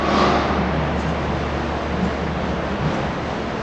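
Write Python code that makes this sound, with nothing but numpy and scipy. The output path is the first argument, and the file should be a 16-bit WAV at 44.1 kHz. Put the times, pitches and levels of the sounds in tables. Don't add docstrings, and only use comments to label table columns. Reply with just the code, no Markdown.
import sys
import numpy as np
from scipy import signal
from scipy.fft import rfft, irfft, next_fast_len
from scipy.io import wavfile
from scipy.ndimage import uniform_filter1d, map_coordinates

SR = 44100
rng = np.random.default_rng(int(sys.argv[2]) if len(sys.argv) > 2 else 0)


def generate_wav(signal):
    frames = np.transpose(np.atleast_2d(signal))
    scaled = np.clip(frames, -1, 1) * 32767
    pcm = np.round(scaled).astype(np.int16)
    wavfile.write(sys.argv[1], SR, pcm)


N = 159642

# frequency in Hz, coherence.
COHERENCE = [(1100, 1), (1450, .9985), (2000, .9975), (2800, .996), (3600, .97), (4500, .955), (6000, .975),
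             (8000, .99)]
# time in seconds, level in dB.
HUM_LEVEL = [(0, -32), (.5, -29), (1.0, -29), (1.6, -30), (2.4, -32), (2.9, -36), (3.62, -42)]
# frequency in Hz, level at mid-scene in dB,
# change in dB per second as the microphone moves.
DRIVE_TONES = [(35.3, -51, 1.5), (59.5, -44.5, 3), (78.2, -44.5, 2.5), (105.3, -45.5, -3),
               (120.1, -41.5, 1.5), (143.4, -38.5, -1), (160.6, -42.5, 1), (178.8, -39, 1),
               (220.4, -39.5, 0), (236, -41.5, -0.5), (321.6, -42.5, -2.5), (2766, -55.5, -0.5)]

# frequency in Hz, relative spectral density in dB.
RUMBLE_SPECTRUM = [(15, -26), (35, -21.5), (60, -3), (95, -5.5), (130, -1), (170, 1.5), (210, 2),
                   (270, -13), (400, -13.5), (900, -95)]
SLIDE_SPECTRUM = [(150, -17.5), (250, -2.5), (265, -2.5), (318, 0.5), (380, -3), (435, -1), (529, -1.5),
                  (673, -2), (758, -3.5), (1190, -7.5), (1400, -10), (1700, -11), (2790, -19),
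                  (2920, -18.5), (6280, -33.5), (7860, -45), (9000, -63), (11700, -85), (19800, -120)]
SWISH_SPECTRUM = [(2500, -31), (4500, 5), (6300, 5.5), (7500, 1.5), (8500, -11.5), (9500, -30.5)]
BODY_SPECTRUM = [(90, -28.5), (150, -9), (220, 3), (450, -5), (680, -0.5), (1000, -6.5), (1220, -2.5),
                 (1430, -8.5), (1650, -15), (2100, -12), (3000, -20), (6000, -79)]
RASP_SPECTRUM = [(800, -19), (2000, -13.5), (3500, 1.5), (5000, -5), (6500, -13), (8000, -28.5),
                 (9000, -45)]
THRUM_SPECTRUM = [(70, -30), (120, -0.5), (155, 16.5), (225, -4.5), (330, -9), (500, -53)]

# time in seconds, gain in dB.
RUMBLE_LEVEL = [(0, -39), (.6, -28.5), (1.15, -37.5), (1.25, -26.5), (1.65, -35.5), (2.0, -33), (2.45, -27),
                (2.65, -34), (2.9, -28.5), (3.15, -35), (3.62, -32.5)]
SLIDE_LEVEL = [(0, -24.5), (.7, -24), (1.2, -25), (2.1, -25.4), (2.65, -26), (2.88, -25), (2.99, -24.5),
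               (3.12, -26), (3.62, -26.5)]
TREBLE_GAIN = [(0, -16), (.5, -9.5), (.9, -2.5), (1.1, -1.5), (1.5, 1.5), (2.0, 0.5), (2.3, 0), (2.85, 1),
               (3.03, 1), (3.62, 3)]

# start in seconds, length in seconds,
# first pitch in Hz, last pitch in Hz, level in dB.
GROANS = [(0.55, 0.16, 187.2, 186.6, -26.5), (0.71, 0.2, 165, 145, -27.5), (0.905, 0.11, 170, 191, -24),
          (0.99, 0.086, 190, 194, -28.5), (1.04, 0.1, 157, 162, -25.5), (1.925, 0.18, 179.3, 177, -27),
          (1.99, .13, 197.3, 199.6, -25), (2.705, 0.11, 196, 211, -28), (2.8, 0.16, 142.8, 157, -27),
          (2.87, .11, 232.7, 226, -30.5)]
SQUEALS = [(-.02, 0.32, 1122, 1122, -31), (.13, 0.18, 1165, 1212, -30), (.17, 0.1, 1107, 1124, -35),
           (1.4, 0.17, 2710, 2710, -45)]
# time of the peak in seconds, level in dB.
SWISHES = [(1.005, -43.5), (1.09, -47.5), (2.049, -46.5), (2.945, -47)]
# frequency in Hz, relative level in dB.
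FRAME_MODES = [(199.5, -23.5), (361, -24.5), (554.5, -30), (705.4, -27.5), (797, -29), (878, -40.5),
               (1147, -28), (1216, -28.5), (1464, -40.5), (1997, -39), (2261, -49)]
# time of the peak in seconds, level in dB, rise and fall in dB per second,
# thrum and rasp in dB relative to that level.
RUBS = [(.225, -18, 41.7, 24.6, -13, -11), (2.945, -35, 84, 108.4, 3, -9)]


def amp(db):
    return 10 ** (np.asarray(db) / 20)


def unit(x):
    return x / np.sqrt(np.mean(np.abs(x) ** 2) + 1e-20)


def clock():
    return np.arange(N) / SR


def along(points, hz):
    freqs, values = np.transpose(points)
    return np.interp(np.log(hz + 1), np.log(freqs + 1), values)


def curve(rows):
    return np.interp(clock(), *np.transpose(rows))


def wobble(rate):
    return map_coordinates(rng.standard_normal(1024), [clock() * rate + 2], mode="wrap")


def swell(peak_s, rise, fall):
    t = clock()
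    return -np.maximum(rise * (peak_s - t), fall * (t - peak_s))


def filtered(x, response):
    size = next_fast_len(N + SR // 4)
    return irfft(rfft(x, size) * response(np.fft.rfftfreq(size, 1 / SR)), size)[..., :N]


def friction_noise(spectrum, patchy_db):
    cells = signal.stft(rng.standard_normal((2, N)), nperseg=512)[2]
    patches = uniform_filter1d(rng.standard_normal(cells.shape[1:]), size=5, axis=0)
    patches = uniform_filter1d(patches, size=14, axis=1)
    pair = signal.istft(cells * amp(patchy_db * unit(patches)), nperseg=512)[1][:, :N]

    def mid_side_response(hz):
        angle = np.arccos(np.clip(along(COHERENCE, hz), -1, 1)) / 2
        return amp(along(spectrum, hz)) * [np.cos(angle), np.sin(angle)]

    mid, side = filtered(pair, mid_side_response)
    return unit(np.array([mid + side, mid - side]))


def tone(hz, rate, waver_db, drift_rad):
    phase = 2 * np.pi * (np.cumsum(hz * np.ones(N)) / SR + rng.random())
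    return unit(amp(waver_db * wobble(rate)) * np.sin(phase + drift_rad * wobble(rate)))


def drive():
    hum = amp(curve(HUM_LEVEL)) * tone(hz=73, rate=13, waver_db=-0.3, drift_rad=0.056)
    from_middle_s = clock() - clock().mean()
    return hum + sum(amp(db + slope * from_middle_s) * tone(hz, rate=2.91, waver_db=3.5, drift_rad=0.11)
                     for hz, db, slope in DRIVE_TONES)


def rollers():
    level_db = curve(RUMBLE_LEVEL) + 1.5 * wobble(22)
    return amp(level_db) * friction_noise(RUMBLE_SPECTRUM, patchy_db=1.3)


def sliding_belt():
    crossover_hz = 4220
    level_db = curve(SLIDE_LEVEL) + 0.2 * wobble(13)
    hiss = amp(level_db) * friction_noise(SLIDE_SPECTRUM, patchy_db=0.53)
    treble = filtered(hiss, lambda hz: 1 - 1 / (1 + (hz / crossover_hz) ** 4))
    treble_db = curve(TREBLE_GAIN) + 0.9 * wobble(16)
    return hiss - treble + treble * amp(treble_db)


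def stick_slip(rows, rate, waver_db, drift_rad):
    fade_s = 0.027
    t, out = clock(), np.zeros(N)
    for start, length, from_hz, to_hz, db in rows:
        gate = np.clip(np.minimum(t - start, start + length - t) / fade_s, 0, 1)
        hz = curve([(start, from_hz), (start + length, to_hz)])
        out += amp(db) * np.sin(gate * np.pi / 2) * tone(hz, rate, waver_db, drift_rad)
    return out


def swishes():
    envelope = sum(amp(db + swell(peak_s, rise=498, fall=294)) for peak_s, db in SWISHES)
    return envelope * friction_noise(SWISH_SPECTRUM, patchy_db=4.0)


def rubs():
    ring_gain_db, ring_lead_s, ring_extra_fall_db_per_s = 16, 0.00048, 17.5
    rasp_steepness, rasp_lead_s = 1.5, 0.032
    ring = sum(amp(db + ring_gain_db) * tone(hz, rate=8.2, waver_db=0.9, drift_rad=0.43)
               for hz, db in FRAME_MODES)
    body = friction_noise(BODY_SPECTRUM, patchy_db=1.0)
    rasp = friction_noise(RASP_SPECTRUM, patchy_db=0.7)
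    thrum = friction_noise(THRUM_SPECTRUM, patchy_db=1.0)
    out = np.zeros((2, N))
    for peak_s, db, rise, fall, thrum_db, rasp_db in RUBS:
        out += amp(db + swell(peak_s, rise, fall)) * (body + amp(thrum_db) * thrum)
        out += amp(db + swell(peak_s - ring_lead_s, rise, fall + ring_extra_fall_db_per_s)) * ring
        out += amp(db + rasp_db + rasp_steepness * swell(peak_s - rasp_lead_s, rise, fall)) * rasp
    return out


def scene():
    groans = stick_slip(GROANS, rate=30, waver_db=2.2, drift_rad=0.41)
    squeals = stick_slip(SQUEALS, rate=46, waver_db=1.5, drift_rad=1.0)
    return sliding_belt() + rollers() + rubs() + swishes() + drive() + groans + squeals


def record(dry):
    cutoff_hz = 9200
    return filtered(dry, lambda hz: hz < cutoff_hz)


dry = scene()
out = record(dry)
generate_wav(out)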